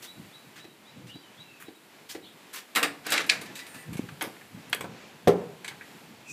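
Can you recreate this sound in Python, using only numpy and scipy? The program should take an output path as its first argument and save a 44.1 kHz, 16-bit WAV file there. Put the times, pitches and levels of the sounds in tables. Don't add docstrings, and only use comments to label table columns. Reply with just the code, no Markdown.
import sys
import numpy as np
from scipy import signal
from scipy.fft import rfft, irfft, next_fast_len
from scipy.io import wavfile
from scipy.ndimage import uniform_filter1d, map_coordinates

SR = 44100
rng = np.random.default_rng(int(sys.argv[2]) if len(sys.argv) > 2 else 0)


def gain_from_db(level_db):
    decades = np.asarray(level_db, float) / 20
    return 10 ** decades


def unload_audio(sound):
    columns = np.transpose(np.atleast_2d(sound))
    steps = np.round(np.clip(columns, -1, 1) * 32767)
    wavfile.write(sys.argv[1], SR, steps.astype(np.int16))


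N = 278712
TIME = np.arange(N) / SR

# start_s, street_db, hiss_db
HUSH_LEVELS = [(0, -53.5, -58), (.8, -56.5, -64.5), (2.7, -55, -61), (3.5, -49, -61), (4.3, -53.5, -58.5),
               (4.9, -52, -63.5), (5.6, -53.5, -62), (5.97, -52, -59.5), (6.32, -55.5, -65)]
# pitch_hz, relative level_db (per Hz)
STREET_COLOUR = [(120, -50.5), (200, -6), (364, -7), (413, -6.5), (504, -10), (943, -10), (1090, -12),
                 (1170, -13), (2450, -12.5), (6000, -23), (7800, -25.5), (13200, -120)]
HISS_COLOUR = [(2650, -5.5), (4500, -3), (5820, -25), (7110, -4), (13000, -4.5), (15300, -10.5),
               (15800, -9)]
# start_s, level_db
WIND_LEVELS = [(0, -58), (.07, -64.5), (.2, -43), (.35, -63), (.47, -56), (.91, -64), (.97, -42.5),
               (1.24, -62.5), (1.6, -60.5), (1.95, -66), (2.19, -59), (2.68, -71), (3.09, -52),
               (3.47, -49.5), (3.62, -62), (3.76, -53), (3.85, -55), (3.9, -38), (4.03, -41.5), (4.2, -58),
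               (4.29, -44), (4.41, -58), (4.56, -48), (4.89, -48), (5.2, -56.5), (6.32, -54.5)]
# pitch_hz, relative level_db (per Hz)
BUFFET_COLOUR = [(15, -63), (25, -47), (103, -8.5), (162, -5), (288, -12.5), (322, -14.5), (394, -23),
                 (420, -33), (500, -18), (650, -76), (1100, -120)]
# start_s, level_db, pitch_hz
AIR_POPS = [(3.889, -30, 172), (3.924, -27.5, 160), (3.954, -26.5, 160), (3.993, -17, 247),
            (4.041, -33, 152), (4.085, -37, 159), (4.12, -35, 151), (4.274, -30, 260), (4.546, -33.5, 173)]

# start_s, level_db, tilt_db (per octave)
SCUFFS = [(0.0246, -39.5, 2.5), (0.5606, -45, 0.5), (1.071, -48, 0.5), (1.602, -41.5, 1.5),
          (2.0941, -38.5, 3.5), (2.534, -32.5, 1.5), (2.563, -36, 0.5)]
# start_s, level_db
HEEL_THUDS = [(.644, -46), (1.155, -51.5), (1.683, -43.5), (2.15, -38.5)]
# pitch_hz, width_hz, level_db
SOLE_MODES = [(306, 128, 17), (920, 220, 1), (1630, 830, 4), (3850, 4300, 1.5), (10400, 27000, -2)]
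# pitch_hz, t60_s
PORCH_DECAY = [(150, 0.46), (700, 0.49), (2000, 0.22), (10000, 0.19)]

CHIRP_LEVELS = [-53, -56, -55.5, -63, -56.5, -54.5, -61.5]
# time_s (from its start), pitch_hz, relative level_db
CHIRP_CONTOUR = [(0, 3290, 1), (.018, 3780, 0), (.028, 3870, 7), (.06, 3970, -3), (.09, 3900, -14),
                 (.13, 3840, -6)]
# start_s, length_s, from_hz, to_hz, level_db (at the swell)
BIRD_WHISTLES = [(1.08, .06, 2650, 3300, -46), (1.2, .11, 3120, 2920, -58), (1.12, .12, 4720, 4660, -61),
                 (1.41, .23, 2830, 2430, -54)]
# start_s, length_s, from_hz, to_hz, level_db (at the swell)
HOARSE_CALL = (2.22, .09, 4000, 2850, -50)

# start_s, level_db, tilt_db (per octave), narrow_db (per octave squared), t60_s
STORM_CONTACTS = [(2.751, -23.5, 1.5, 1.7, 0.068), (2.759, -15, 0.5, 1.4, 0.13),
                  (2.767, -14, -5, 3.6, 0.19), (2.82, -23, -13, 4.6, 0.029), (2.829, -10.5, -0.5, 2.1, 0.1),
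                  (2.842, -20, -7.5, 3.34, 0.15), (2.872, -32.5, -0.5, 3.2, 0.38),
                  (3.066, -25, -1, 0.33, 0.045), (3.104, -27.5, 3.5, 1.3, 0.097),
                  (3.122, -18, 4, 2.04, 0.062), (3.139, -13, -0.5, 2.2, 0.036),
                  (3.178, -13.5, 6.5, 6.3, .05), (3.264, -37.5, -1, .2, 0.14),
                  (3.293, -12.5, 8.5, 7.9, 0.037), (3.297, -8, 13.5, 8.5, 0.037),
                  (3.307, -20, -1, 2.5, 0.27), (3.413, -31.5, -1.5, 0.56, 0.13), (3.459, -35, -0.5, 2, .08),
                  (3.554, -37, 5.5, 2.9, 0.26), (3.591, -32, 3.5, 3.4, 0.11), (3.666, -38, 2.5, 2.2, 0.11),
                  (3.744, -38, -1, 0.98, 0.25)]
KNOB_CONTACTS = [(3.93, -40, 3.5, 0.7, 0.18), (3.97, -38.5, 3, .6, 0.12), (4.088, -29, 0.5, 4, 0.042),
                 (4.21, -21, 1, 2.5, 0.15), (4.223, -33.5, 1.5, -2, .025), (4.24, -35, -0.5, -0.2, 0.18),
                 (4.366, -34, -10, 21, 0.021), (4.411, -35, -13, 25, .04), (4.697, -62.5, 4.5, -3.5, 0.034),
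                 (4.729, -10.5, 4, 3.5, 0.039), (4.747, -26, 1, -1, 0.019), (4.808, -28.5, 1, 0.8, 0.078),
                 (4.841, -34.5, -12.5, 5, 0.087), (5.281, -26, 4.5, 0.53, 0.027),
                 (5.645, -29, 3.5, 2.5, .1), (5.679, -27, 6, 3, 0.095), (5.71, -37.5, -4, 4.5, 0.14),
                 (5.81, -31, -9, 16.5, 0.083)]
# pitch_hz, width_hz, level_db
STORM_MODES = [(274, 88, 12.5), (481, 39, 10), (684, 180, -0.5), (1280, 310, 0), (1616, 216, 6),
               (1840, 300, 6), (2180, 370, 5.5), (2600, 470, 4), (3840, 330, 2.5), (4700, 500, 1),
               (5900, 1700, -2.5), (7800, 1860, 1.5), (10000, 2100, 2.5), (12200, 2900, 2)]
KNOB_MODES = [(260, 110, 5), (442, 175, 14), (733, 93, 8.5), (970, 260, 6), (1643, 320, 6),
              (2220, 274, 9.5), (2515, 590, 4), (3180, 740, 1), (4140, 570, -2), (4600, 430, -3.5),
              (6330, 1300, -8), (8200, 1150, -4.5), (10560, 1300, -4.5), (12100, 2000, -6)]
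# start_s, level_db (before the trim in scrape)
SCRAPE_LEVELS = [(3.03, -56.5), (3.07, -39.5), (3.1, -34.5), (3.125, -26), (3.165, -32), (3.2, -30.5),
                 (3.23, -39.5), (3.29, -56)]
# pitch_hz, relative level_db (per Hz)
DRAG_COLOUR = [(120, -50), (200, -18), (288, -0.5), (508, -9), (599, -5), (1100, -9), (1490, 0),
               (3730, -7.5), (12000, -25), (15800, -41)]
# start_s, low_db, high_db
CLOSER_LEVELS = [(3.42, -57, -72), (3.47, -56.5, -77), (3.61, -53, -62), (3.7, -59, -59), (3.83, -54, -53),
                 (3.92, -66, -82)]
# pitch_hz, width_hz, relative level_db
CLOSER_TONES = [(1486, 27, 0), (1760, 30, 4), (1977, 32, 0), (2330, 40, -8), (2640, 40, 0.5)]
CLOSER_AIR = [(8800, 330, 1), (9160, 160, 5), (11000, 7100, -10)]

# start_s, level_db
SLAB_JOLTS = [(5.275, -19), (5.282, -18), (5.299, -37)]
# pitch_hz, relative level_db, t60_s
SLAB_MODES = [(166, -3.5, 0.1), (222, -4.5, .14), (247, 3, 0.2), (376, 2.5, 0.13), (410.6, 2.5, 0.13),
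              (473, 4, 0.1), (526, -6, 0.099), (638, -0.5, 0.18), (714, -6.5, 0.14), (726, -3.5, 0.041),
              (1030, -20, 0.062), (1074, -10, 0.11), (1330, -12, 0.09)]
# pitch_hz, relative level_db (per Hz)
CRACK_COLOUR = [(35, -43.5), (60, -10.5), (456, 1.5), (1270, -17), (1460, -23), (2130, -17.5),
                (2500, -27.5), (3310, -25), (13400, -47), (15800, -39)]
# pitch_hz, relative level_db (per Hz)
BOOM_COLOUR = [(47, -51), (80, -23), (155, -1.5), (261, -8), (323, -23), (413, -3), (444, -6.5),
               (2500, -37.5), (3250, -70), (5500, -120)]
# start_s, pitch_hz, squeal_db, rasp_db (levels before the trims in hinge)
HINGE_CONTOUR = [(6.15, 2440, -87, -82), (6.21, 2470, -83, -86), (6.295, 2590, -43.5, -45),
                 (6.32, 2520, -46, -42)]
# pitch_hz, width_hz, relative level_db
RASP_MODES = [(6000, 1100, 3), (7140, 480, 6.0), (7700, 810, 1)]


def unit(x):
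    return x / np.sqrt(np.mean(x ** 2) + 1e-20)


def along(points, hz):
    f, value = np.transpose(points)
    return np.interp(np.log(hz + 1), np.log(f + 1), value)


def curves(rows):
    s, *columns = np.transpose(rows)
    is_open = 1. * (TIME >= s[0]) * (TIME <= s[-1])
    gate = uniform_filter1d(is_open, size=400, mode="nearest")
    return [np.interp(TIME, s, column) for column in columns] + [gate]


def wobble(rate):
    knots = rng.standard_normal(int(N * rate / SR) + 4)
    return map_coordinates(knots, [TIME * rate])


def filtered(x, response):
    m = next_fast_len(len(x) + 8192)
    return irfft(rfft(x, m) * response(np.fft.rfftfreq(m, 1 / SR)), m)[:len(x)]


def resonances(modes):
    def response(f):
        total = 0
        for k, (centre, width, db) in enumerate(modes):
            band = 1j * f * width
            total = total + (-1) ** k * gain_from_db(db) * band / (centre * centre - f * f + band)
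        return total
    return response


def noise(colour):
    return unit(filtered(rng.standard_normal(N), lambda hz: gain_from_db(along(colour, hz))))


def contacts(rows, modes, rise, hold, snap, grit, spread_db):
    out, t = np.zeros(N + SR), np.arange(SR // 2) / SR
    octaves = np.log2(np.transpose(modes)[0] / 2000)
    for s, db, tilt_db, narrow_db, t60 in rows:
        fade = gain_from_db(-60 * np.maximum(t - rise - hold, 0) / max(t60, .005))
        shape = np.minimum(t / rise, 1) * fade
        roughness = uniform_filter1d(rng.standard_normal(len(t)), size=36) * 1.74
        force = shape * rng.standard_normal(len(t)) * gain_from_db(grit * roughness)
        force *= np.linalg.norm(shape) / np.linalg.norm(force)
        force[round(.7 * rise * SR)] += snap
        colour = tilt_db * octaves - narrow_db * octaves ** 2
        colour = colour + rng.normal(0, spread_db, len(modes))
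        struck = [(hz, w, g + d) for (hz, w, g), d in zip(modes, colour)]
        first = max(round((s - .7 * rise) * SR), 0)
        out[first:][:len(t)] += gain_from_db(db) * filtered(force, resonances(struck))
    return out[:N]


def hush():
    street_db, hiss_db, _ = curves(HUSH_LEVELS)
    street = gain_from_db(street_db + 1.22 * wobble(8)) * noise(STREET_COLOUR)
    hiss = gain_from_db(hiss_db + 0.12 * wobble(6.1)) * noise(HISS_COLOUR)
    return street + hiss


def wind():
    db, _ = curves(WIND_LEVELS)
    out = gain_from_db(db) * unit(gain_from_db(4.2 * wobble(25)) * noise(BUFFET_COLOUR))
    for s, pop_db, hz in AIR_POPS:
        cycles = (TIME - s) * hz
        swell = np.exp(-((cycles - .3) / np.where(cycles < .3, .15, 1.1)) ** 2)
        out = out + gain_from_db(pop_db) * np.sin(2 * np.pi * cycles) * swell
    return out


def footsteps():
    narrow_db, t60_s = 2, .13
    scuffs = [(s, db, tilt_db, narrow_db, t60_s) for s, db, tilt_db in SCUFFS]
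    heel_tilt_db, heel_narrow_db, heel_t60_s = -8.5, 2.5, 0.089
    heels = [(s, db, heel_tilt_db, heel_narrow_db, heel_t60_s) for s, db in HEEL_THUDS]
    return (contacts(scuffs, SOLE_MODES, rise=.009, hold=0.023, snap=0, grit=8.0, spread_db=1.95)
            + contacts(heels, SOLE_MODES, rise=0.0027, hold=0, snap=4.4, grit=1.0, spread_db=2.5))


def porch(x):
    hz, t, z = signal.stft(rng.standard_normal(SR // 2), SR, nperseg=256)
    fade = gain_from_db(-60 * t / along(PORCH_DECAY, hz)[:, None])
    tail = signal.istft(z * fade, SR, nperseg=256)[1]
    late = np.pad(x, (250, 0))
    return signal.fftconvolve(late, tail / np.linalg.norm(tail))[:N]


def whistle(rows, start=0, db=0, fuzz_hz=45):
    hz, level_db, gate = curves(np.add(rows, [start, 0, db]))
    phase = 2 * np.pi * np.cumsum(hz + fuzz_hz * wobble(200)) / SR
    return gate * gain_from_db(level_db + 2.5 * wobble(92.1)) * np.sin(phase)


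def glide(s, length, from_hz, to_hz, db):
    peak_at, edge_db = .4, -11
    peak_hz = from_hz + peak_at * (to_hz - from_hz)
    return [(s, from_hz, db + edge_db), (s + peak_at * length, peak_hz, db), (s + length, to_hz, db + edge_db)]


def birds():
    first_s, every_s = .057, .264
    chirps = sum(whistle(CHIRP_CONTOUR, first_s + k * every_s, db) for k, db in enumerate(CHIRP_LEVELS))
    others = sum(whistle(glide(*row)) for row in BIRD_WHISTLES)
    return chirps + others + whistle(glide(*HOARSE_CALL), fuzz_hz=353)


def storm_latch():
    return contacts(STORM_CONTACTS, STORM_MODES, rise=0.0021, hold=0, snap=2.5, grit=3, spread_db=1.0)


def scrape():
    db, gate = curves(SCRAPE_LEVELS)
    roughness = gain_from_db(1.8 * wobble(500) + 2.1 * wobble(70))
    return gate * gain_from_db(db + 1.5) * unit(roughness * noise(DRAG_COLOUR))


def closer():
    low_db, high_db, gate = curves(CLOSER_LEVELS)
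    low = unit(sum(gain_from_db(5 * wobble(14)) * filtered(rng.standard_normal(N), resonances([mode]))
                   for mode in CLOSER_TONES))
    high = unit(filtered(rng.standard_normal(N), resonances(CLOSER_AIR)))
    return gate * (gain_from_db(low_db + 2.5 * wobble(66)) * low + gain_from_db(high_db + 3.5 * wobble(35)) * high)


def knob_latch():
    return contacts(KNOB_CONTACTS, KNOB_MODES, rise=0.001166, hold=0, snap=3.7, grit=6.0, spread_db=1.5)


def front_door():
    out, t = np.zeros(N + SR), np.arange(SR // 2) / SR
    for s, db in SLAB_JOLTS:
        ring = 0
        for hz, mode_db, t60 in SLAB_MODES:
            level = gain_from_db(mode_db + rng.normal(0, 1.1) - 60 * t / t60)
            ring = ring + level * np.sin(2 * np.pi * hz * t + rng.uniform(0, 2.18))
        out[round(s * SR):][:len(t)] += gain_from_db(db) * ring * (1 - np.exp(-t / 0.00085))
    since = np.maximum(TIME - SLAB_JOLTS[0][0] + 0.0022, 0)
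    crack = (1 - np.exp(-since / 0.00057)) * gain_from_db(-12.0 - 60 * since / 0.14) * noise(CRACK_COLOUR)
    boom = (1 - np.exp(-since / 0.012)) * gain_from_db(-24.5 - 60 * since / 0.63) * noise(BOOM_COLOUR)
    return out[:N] + crack + boom


def hinge():
    hz, squeal_db, rasp_db, gate = curves(HINGE_CONTOUR)
    phase = 2 * np.pi * np.cumsum(hz + 90 * wobble(300)) / SR
    squeal = np.sin(phase) * gain_from_db(squeal_db + 4.0 + 3.2 * wobble(120))
    rasp = unit(filtered(rng.standard_normal(N), resonances(RASP_MODES)))
    return gate * (squeal + gain_from_db(rasp_db - 4.0) * rasp)


def scene():
    near = footsteps() + storm_latch() + scrape() + closer() + knob_latch() + hinge()
    song, slab = birds(), front_door()
    answer = porch(gain_from_db(-10.0) * near + gain_from_db(-14) * slab + gain_from_db(-0.5) * song)
    return (near + slab + song + answer + wind() + hush())[None]


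def band_limit(x):
    return signal.sosfilt(signal.butter(12, 16460, fs=SR, output="sos"), x)


def record(dry):
    def response(hz):
        bass_cut = (1j * hz / (70 + 1j * hz)) ** 2
        treble_end = 1 / (1 + (hz / 15420) ** 200)
        return bass_cut * treble_end
    mix = filtered(dry[0], response)[None]
    return band_limit(mix)


dry = scene()
out = record(dry)
unload_audio(out)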